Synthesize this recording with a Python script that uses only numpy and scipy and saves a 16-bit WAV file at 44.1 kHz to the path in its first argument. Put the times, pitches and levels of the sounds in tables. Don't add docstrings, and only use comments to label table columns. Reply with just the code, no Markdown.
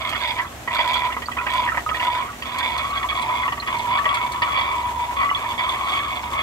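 import sys
import numpy as np
from scipy import signal
from scipy.fft import rfft, irfft, next_fast_len
from scipy.io import wavfile
from scipy.ndimage import uniform_filter1d, map_coordinates

SR = 44100
rng = np.random.default_rng(int(sys.argv[2]) if len(sys.argv) > 2 else 0)


def dump_mix(stems):
    frames = np.atleast_2d(stems).T
    limited = np.clip(frames, -1, 1)
    pcm = np.round(limited * 32767).astype(np.int16)
    wavfile.write(sys.argv[1], SR, pcm)


N = 283122

# [f/Hz, level/dB]
PUMP_HUM = [(65, -46.5), (120, -52), (241, -53.5)]
# [f/Hz, level/dB]
RUMBLE_SPECTRUM = [(20, -24), (42, -11), (55, -9.5), (66, -2), (78, -7.5), (100, -4), (120, -10.5),
                   (140, -11), (195, -15), (240, -10.5), (330, -15), (480, -21.5), (800, -37.5)]
HISS_SPECTRUM = [(180, -17), (300, -2), (500, -4), (700, 2.5), (1250, -7), (1600, -5), (3000, -8.5),
                 (4100, -13), (4800, -16.5), (7200, -13.5), (9000, -18.5), (10700, -24), (12300, -17.5),
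                 (15500, -29)]
# [f/Hz, correlation]
DIFFUSE_LIKENESS = [(60, 0.96), (180, 0.91), (550, 0.69), (1650, 0), (15000, 0)]
# [f/Hz, 60 dB decay time/s]
WALL_DECAY = [(200, 0.14), (1500, 0.12), (10000, 0.013)]
# [t/s, f/Hz]
POCKET_PITCH = [(0.0, 1038), (0.14, 1200), (0.29, 916), (0.48, 1110), (0.89, 997), (1.39, 1100),
                (1.59, 1000), (1.88, 1150), (1.97, 1025), (2.14, 976), (2.32, 1170), (2.68, 974),
                (2.93, 1130), (3.11, 1128), (3.27, 936), (3.61, 1150), (3.81, 922), (4.02, 1140),
                (4.27, 1002), (4.42, 1090), (5.08, 956), (5.26, 1160), (5.52, 980), (5.99, 1117),
                (6.24, 978), (6.42, 1103)]
# [f at rest/Hz, width of first pass/Hz, level/dB, power of the sway followed]
POCKET_MODES = [(1062, 107, -1, 1), (2229, 270, 3.5, -0.066), (3393, 236, -1, -0.23),
                (4586, 310, -13, -0.3)]
# [start t/s, end t/s, flow level/dB, spray level/dB]
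POUR_SPELLS = [(-0.03, 0.07, -26, -32), (0.125, 0.309, -27.5, -29), (0.353, 0.412, -24, -43),
               (0.696, 0.97, -22, -28), (0.96, 1.062, -24, -30), (1.35, 1.46, -27, -50),
               (1.484, 1.652, -22, -31.5), (1.926, 1.965, -31, -30.5), (1.989, 2.227, -23, -30),
               (2.448, 2.559, -30, -34), (2.526, 2.982, -25, -31), (3.025, 3.033, -29, -36),
               (3.085, 3.106, -24, -31), (3.143, 3.456, -23, -34), (3.659, 3.89, -23.5, -33.5),
               (3.878, 3.985, -20, -32), (4.075, 4.265, -22, -31.5), (4.31, 4.367, -24, -39),
               (4.415, 4.894, -23, -32), (4.936, 5.17, -26, -44.5), (5.158, 5.244, -20, -35),
               (5.328, 5.522, -24, -32), (5.574, 6.185, -24, -31), (6.219, 6.275, -24.5, -34.5),
               (6.308, 6.425, -21, -32.5)]
# [t/s, level/dB]
HEAVY_DROPS = [(0.092, -34.5), (0.275, -39), (0.746, -35), (0.875, -36.5), (0.934, -32.5), (1.534, -36),
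               (1.649, -41), (2.583, -29.5), (2.776, -31), (3.217, -33), (3.784, -35.5), (4.143, -30),
               (4.319, -32.5), (5.688, -37)]
# [t/s, level/dB, nominal f/Hz]
LOUD_BUBBLES = [(0.396, -7.5, 2013), (0.419, -16, 1710), (0.464, -28, 1340), (0.706, -18, 2000),
                (0.941, -3, 3360), (1.099, -17, 1320), (1.125, -13.5, 2880), (1.144, -17, 2230),
                (1.259, -14.5, 4620), (1.285, -5.5, 1203), (1.386, -7, 2560), (1.689, -3, 1860),
                (1.719, -10, 1366), (1.772, -6.5, 1850), (1.863, -6, 1240), (1.913, -7.5, 1256),
                (1.946, -9, 1886), (2.288, -22, 1310), (3.042, -7.5, 1045), (3.118, -11, 1250),
                (3.434, -8.5, 2080), (3.454, -9, 1123), (3.478, -10, 2840), (3.600, -9.5, 4300),
                (3.986, -6, 1810), (4.091, -6, 3376), (5.292, -7.5, 2124), (5.301, -7, 2970),
                (5.313, -2, 1144), (5.348, -5, 3450), (5.693, -3.5, 3550)]
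# [start t/s, end t/s, level of the loudest bubbles/dB]
GURGLE_SPELLS = [(0.399, 0.499, -24), (1.081, 1.20, -16.5), (1.376, 1.507, -11), (1.665, 1.757, -16),
                 (1.88, 1.979, -18), (2.244, 2.295, -24), (3.418, 3.501, -13), (3.959, 4.086, -11),
                 (5.222, 5.329, -16)]
# [t/s, level/dB, spray level relative to the slug/dB]
WATER_SLUGS = [(0.125, -12, -8), (0.383, -11, -14), (0.674, -7.5, -30), (0.79, -7.5, -21),
               (1.120, -15, -20), (1.165, -11, -37), (1.219, -14.5, -16), (1.314, -16.5, -10),
               (1.367, -11, -24), (1.408, -13.5, -37), (1.465, -9.5, -26), (1.675, -10.5, -32),
               (1.743, -12.5, -38), (1.772, -8, -31), (1.889, -8.5, -14), (1.997, -16, 4),
               (2.274, -23, -30), (2.328, -26, -4), (2.421, -16, 2), (3.027, -10, -14), (3.477, -8.5, -33),
               (3.521, -10, -15), (3.573, -15, -23), (3.621, -13, -23), (3.671, -10.5, 0), (4.054, -6, -34),
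               (4.418, -4, -6), (5.254, -22, -36), (5.587, -18.5, -35)]
# [central f/Hz, level/dB]
TRAPPED_BUBBLES = [(1230, -15), (1930, -12.5), (2900, -13)]
# [f/Hz, level/dB]
SLUG_SPECTRUM = [(200, -11.5), (500, -7.5), (750, -6.5), (1150, 8.5), (1450, -24), (1900, 5.5), (2500, 0.5),
                 (3100, 8), (3700, -14), (4800, -7.5), (5400, -19), (15000, -39)]
WASH_SPECTRUM = [(150, -19.5), (450, -10), (600, 2.5), (1200, 2), (1450, -13), (1800, -1), (2450, 2),
                 (2700, -1), (3150, 4.5), (3900, -23), (4800, -14), (5300, -56), (15000, -78)]
SPRAY_SPECTRUM = [(2500, -58), (4000, 17.5), (5300, 2.5), (8700, 11), (10500, -7), (12200, 5.5),
                  (15500, -9)]
# [f/Hz, width/Hz, level/dB, left minus right level/dB]
BOX_MODES = [(690, 170, -5, 2), (975, 65, 0, -3), (1125, 60, 0, 3), (1285, 90, 0, -8), (1960, 130, -1, -7),
             (2220, 210, -6, 1), (2460, 110, -7, 0), (3350, 120, -4, -4)]
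# [f/Hz, left minus right level/dB]
MIC_BALANCE = [(400, -2), (800, -5.5), (1100, 0.5), (2200, -2), (4200, -8), (6500, -0.5)]
# [f/Hz, phase/rad]
MIC_LEAD = [(20, 0), (650, .5), (950, 0), (1180, 1.9), (1600, .9), (1950, 2.2), (2250, 1.9), (3300, 4.3),
            (4650, 6.6), (8900, 11.4), (15000, 18.5)]
# [f/Hz, level/dB]
FIRST_POSITION_COLOUR = [(700, 0.5), (1000, 1.5), (1130, -6.5), (1300, 1), (1600, 4), (1950, 0.5),
                         (2250, -1), (2800, 1.5), (3400, 0), (5000, 1.5)]

PUMP_DB, PUMP_RISE_DB = -43, 1
MOVE_S, MOVE_LENGTH_S = 2.25, 0.87
FIRST_LEAD_SHARE, FIRST_PAN_DB = 0.76, -2
ATTACK_S, RELEASE_S = 0.017, 0.06
SPRAY_ATTACK_S, SPRAY_RELEASE_S = 0.0067, 0.019
SAG_DB_PER_S, SPRAY_SAG_DB_PER_S = 1.5, 2.5
CREST_DB_PER_OCTAVE = 6
WAVER = 0.012
DROP_DB, DROP_RANGE_DB = -10, 18
DROP_SPRAY_DB, DROP_SPRAY_S = 4.5, 0.027
BUBBLE_ATTACK_S, BUBBLE_T60_S = 0.00035, 0.036
BUBBLE_RISE = 0.15
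GLASS_ECHO_S, GLASS_ECHO_DB = 0.006, -6
TICK_DB, TICK_RANGE_DB, TICK_T60_S = -29.5, 18, 0.008
GURGLE_HZ, GURGLE_OCTAVES, GURGLE_RANGE_DB = 1205, 1.6, 19
GULP_ATTACK_S, GULP_S = 0.0013, 0.014
GULP_BUBBLES_S, BUBBLE_SCATTER_OCTAVES = 0.024, 0.14
TOP_HZ = 15750
SIDES = np.array([[.5], [-.5]])


def amp(db):
    return 10 ** (np.asarray(db) / 20)


def unit(x):
    return x / np.sqrt(np.mean(x ** 2) + 1e-20)


def along(points, hz):
    f, value = np.transpose(points)
    return np.interp(np.log(hz + 1), np.log(f + 1), value)


def wobble(rate):
    knots = rng.standard_normal(int(N * rate / SR) + 4)
    return map_coordinates(knots, [np.arange(N) * rate / SR])


def filtered(x, response):
    n = x.shape[-1]
    m = next_fast_len(n + SR // 8)
    return irfft(rfft(x, m) * response(np.fft.rfftfreq(m, 1 / SR)), m)[..., :n]


def coloured(x, spectrum, size=2048):
    cepstrum = irfft(np.log(amp(along(spectrum, np.fft.rfftfreq(size, 1 / SR)))))
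    cepstrum[1:size // 2] *= 2
    cepstrum[size // 2 + 1:] = 0
    impulse = irfft(np.exp(rfft(cepstrum)))
    return signal.fftconvolve(x, impulse)[:len(x)]


def add(track, s, sound):
    part = track[max(round(s * SR), 0):][:len(sound)]
    part += sound[:len(part)]


def moved():
    return np.clip((np.arange(N) / SR - MOVE_S) / MOVE_LENGTH_S, 0, 1)


def ambience(spectrum):
    def spread(hz):
        turn = np.arccos(np.clip(along(DIFFUSE_LIKENESS, hz), -1, 1)) / 2
        return amp(along(spectrum, hz)) * np.array([np.cos(turn), np.sin(turn)])

    mid, side = filtered(rng.standard_normal((2, N)), spread)
    return unit(np.array([mid + side, mid - side]))


def fish_room():
    t = np.arange(N) / SR
    hum = np.zeros(N)
    for hz, db in PUMP_HUM:
        level = amp(db + 2.06 * wobble(3.3)) * np.sqrt(2)
        hum += level * np.sin(2 * np.pi * hz * t + 1.5 * wobble(5.5))
    pumps = hum + amp(PUMP_DB + PUMP_RISE_DB * moved()) * ambience(RUMBLE_SPECTRUM)
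    hiss = amp(-38.5 + 1.4 * wobble(30) + 1.1 * wobble(300)) * ambience(HISS_SPECTRUM)
    return pumps * amp([[-.7], [.7]]) + hiss


def walls(x, count=12):
    out = np.zeros((2, N))
    place = np.linspace(0, count - 1, N)
    for k in range(count):
        hz, t, z = signal.stft(rng.standard_normal((2, SR // 4)), SR, nperseg=256)
        decay = amp(-60 * t / along(WALL_DECAY, hz)[:, None])
        tail = signal.istft(z * decay, SR, nperseg=256)[1]
        near = np.flatnonzero(np.abs(place - k) < 1)
        piece = x[near] * np.cos(np.pi / 2 * (place[near] - k))
        for track, echo in zip(out, tail):
            add(track, near[0] / SR + 0.002021, signal.fftconvolve(piece, echo / np.linalg.norm(echo)))
    return out


def sway():
    s, hz = np.transpose(POCKET_PITCH)
    return np.interp(np.arange(N) / SR, s, hz) / POCKET_MODES[0][0]


def spray_surges():
    out, t = np.zeros(N), np.arange(SR // 8) / SR
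    for s, db in HEAVY_DROPS:
        add(out, s, amp(db + DROP_SPRAY_DB) * np.exp(-t / DROP_SPRAY_S))
    return out


def pouring():
    def shape(age, over, attack, release, sag_db):
        return np.minimum(age / attack, 1) * np.exp(-over / release) * amp(-sag_db * age)

    t = np.arange(N) / SR
    flow, spray = np.full((2, N), amp(-64))
    for start, end, flow_db, spray_db in POUR_SPELLS:
        age, over = np.maximum(t - start, 0), np.maximum(t - end, 0)
        pour = amp(flow_db) * shape(age, over, ATTACK_S, RELEASE_S, SAG_DB_PER_S)
        mist = amp(spray_db) * shape(age, over, SPRAY_ATTACK_S, SPRAY_RELEASE_S, SPRAY_SAG_DB_PER_S)
        flow, spray = np.maximum(flow, pour), np.maximum(spray, mist)
    flow_db = 20 * np.log10(flow) + CREST_DB_PER_OCTAVE * np.log2(sway())
    return flow_db, 20 * np.log10(np.hypot(spray, spray_surges()))


def spatter(count=70):
    out, t = np.zeros(N), np.arange(SR // 12) / SR
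    when, size = rng.random((count, 2)).T
    light_db = pouring()[1][(when * N).astype(int)] + DROP_DB - DROP_RANGE_DB * size
    light = np.transpose([when * N / SR, light_db])
    for s, db in np.vstack([HEAVY_DROPS, light]):
        envelope = amp(db + 2.5 - 60 * t / 0.063) * (1 - np.exp(-t / 0.0015))
        add(out, s, envelope * rng.standard_normal(len(t)))
    return coloured(out, SPRAY_SPECTRUM)


def ticks(count=90):
    out, t = np.zeros(N), np.arange(SR // 50) / SR
    for when, pitch, size in rng.random((count, 3)):
        decay = amp(TICK_DB - TICK_RANGE_DB * size - 60 * t / TICK_T60_S)
        add(out, when * N / SR, decay * np.sin(2 * np.pi * 4200 * 3 ** pitch * t))
    return out


def bubble(hz):
    t = np.arange(SR // 16) / SR
    age = t / (BUBBLE_T60_S * np.sqrt(1500 / hz))
    phase = 2 * np.pi * np.cumsum(hz * (.96 + BUBBLE_RISE * np.minimum(age, 1))) / SR
    ring = amp(-60 * age) * (1 - np.exp(-t / BUBBLE_ATTACK_S)) * np.sin(phase)
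    add(ring, GLASS_ECHO_S * rng.uniform(.8, 1.2), amp(GLASS_ECHO_DB) * ring)
    return ring / np.abs(ring).max()


def bubbles(count=900):
    out = np.zeros(N)
    flow_db, froth_db = pouring()
    trapped_db = 0.48 * flow_db + .3 * froth_db + 25 * (sway() - 1) - 6
    when, pitch, size = rng.random((count, 3)).T
    faint_db = trapped_db[(when * N).astype(int)] + 13 * size ** 2 - 6 * pitch
    faint = np.transpose([when * N / SR, faint_db, 1150 * 3.8 ** pitch])
    for s, db, hz in np.vstack([LOUD_BUBBLES, faint]):
        add(out, s, amp(db - 10.0) * bubble(hz))
    return out


def gurgles(count=14):
    out = np.zeros(N)
    for start, end, db in GURGLE_SPELLS:
        for when, pitch, size in rng.random((count, 3)):
            hz = GURGLE_HZ * 2 ** (GURGLE_OCTAVES * pitch)
            level = amp(db - 10 - GURGLE_RANGE_DB * size)
            add(out, start + when * (end - start), level * bubble(hz))
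    return out


def gulps(count=3):
    out, t = np.zeros(N), np.arange(SR // 10) / SR
    for s, db, spray_db in WATER_SLUGS:
        envelope = np.exp(-(t / GULP_S) ** 2) * (1 - np.exp(-t / GULP_ATTACK_S))
        burst = rng.standard_normal(len(t)) * envelope
        tilt = [(1500, 0), (3300, 0.65 * (spray_db + 8.5))]
        splash = coloured(coloured(burst, SLUG_SPECTRUM), tilt)
        add(out, s, amp(db - 5) * splash / np.abs(splash).max())
        for hz, size_db in TRAPPED_BUBBLES:
            for late, pitch, size in rng.random((count, 3)):
                ring = bubble(hz * 2 ** (BUBBLE_SCATTER_OCTAVES * (2 * pitch - 1)))
                level = amp(db + size_db + along(tilt, hz) - 19 * size)
                add(out, s + GULP_BUBBLES_S * late ** 2, level * ring)
    return out


def patter(rate, scatter, spread_db, life):
    draws = rng.standard_normal((4000, 2))
    gaps = np.exp(scatter * draws[:, 0] - scatter ** 2 / 2)
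    at = (np.cumsum(gaps) * SR / rate).astype(int)
    sizes = amp(spread_db * np.minimum(draws[:, 1], 2))
    kicks = np.bincount(at[at < N], sizes[at < N], N)
    return unit(signal.lfilter([1], [1, -np.exp(-1 / (life * SR))], kicks))


def resonate(x, hz, width_hz):
    turn = np.exp(2j * np.pi * np.cumsum(hz) / SR)
    return (turn * signal.lfilter([1], [1, -np.exp(-np.pi * width_hz / SR)], x / turn)).real


def stream():
    flow_db, froth_db = pouring()
    surge_db = 0.6 * wobble(20)
    flow_db, froth_db = flow_db + surge_db, froth_db + surge_db + 4.0 * wobble(12)
    pitch = sway()
    impacts = patter(rate=135, scatter=.45, spread_db=3.5, life=0.0016)

    def churn(steady):
        return (impacts + steady) * rng.standard_normal(N)

    between_db = 0.36 * flow_db + 0.78 * froth_db
    spray_db = froth_db + 2 * wobble(35)
    drives = [(flow_db + 1.3 * wobble(35), .7), (between_db, .3), (spray_db, .2), (spray_db, .1)]
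    rings = np.zeros(N)
    for (hz, width_hz, db, follows), (drive_db, steady) in zip(POCKET_MODES, drives):
        centre = hz * pitch ** follows * (1 + WAVER * wobble(35))
        narrow = resonate(churn(steady), centre, width_hz)
        ring = unit(resonate(narrow, centre, 2.0 * width_hz))
        power = np.abs(uniform_filter1d(ring ** 2, size=SR // 500))
        ring /= np.sqrt(1 + 2 * steady * power)
        rings += amp(drive_db + db - 4.0) * unit(ring)
    wash = amp(.5 * flow_db + .5 * froth_db - 6.5) * unit(coloured(churn(0.49), WASH_SPECTRUM))
    fizz = amp(spray_db - 25.0 + 4.6 * wobble(8.8)) * unit(coloured(churn(0.074), SPRAY_SPECTRUM))
    return rings + wash + fizz


def box(x, direct):
    def response(f):
        modes = 0
        for centre, width, db, pan_db in BOX_MODES:
            damping = 1j * f * width
            modes = modes + amp(db + SIDES * pan_db) * damping / (centre * centre - f * f + damping)
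        return direct + modes

    return filtered(x, response)


def microphones(x, pan_db, lead):
    def response(hz):
        balance = amp(SIDES * (along(MIC_BALANCE, hz) + pan_db))
        return balance * np.exp(1j * SIDES * lead * along(MIC_LEAD, hz))

    return filtered(x, response)


def scene():
    water = box(stream() + gulps() + gurgles() + bubbles() + spatter() + ticks(), direct=0.59)
    first = np.array([coloured(side, FIRST_POSITION_COLOUR) for side in water]) * (1 - moved())
    second = water * moved()
    near = microphones(first, FIRST_PAN_DB, FIRST_LEAD_SHARE) + microphones(second, pan_db=0.3, lead=1)
    echo = amp(-9) * walls((first + second).mean(axis=0))
    return near + echo + fish_room()


def record(dry):
    return filtered(dry, lambda hz: hz < TOP_HZ)


dry = scene()
out = record(dry)
dump_mix(out)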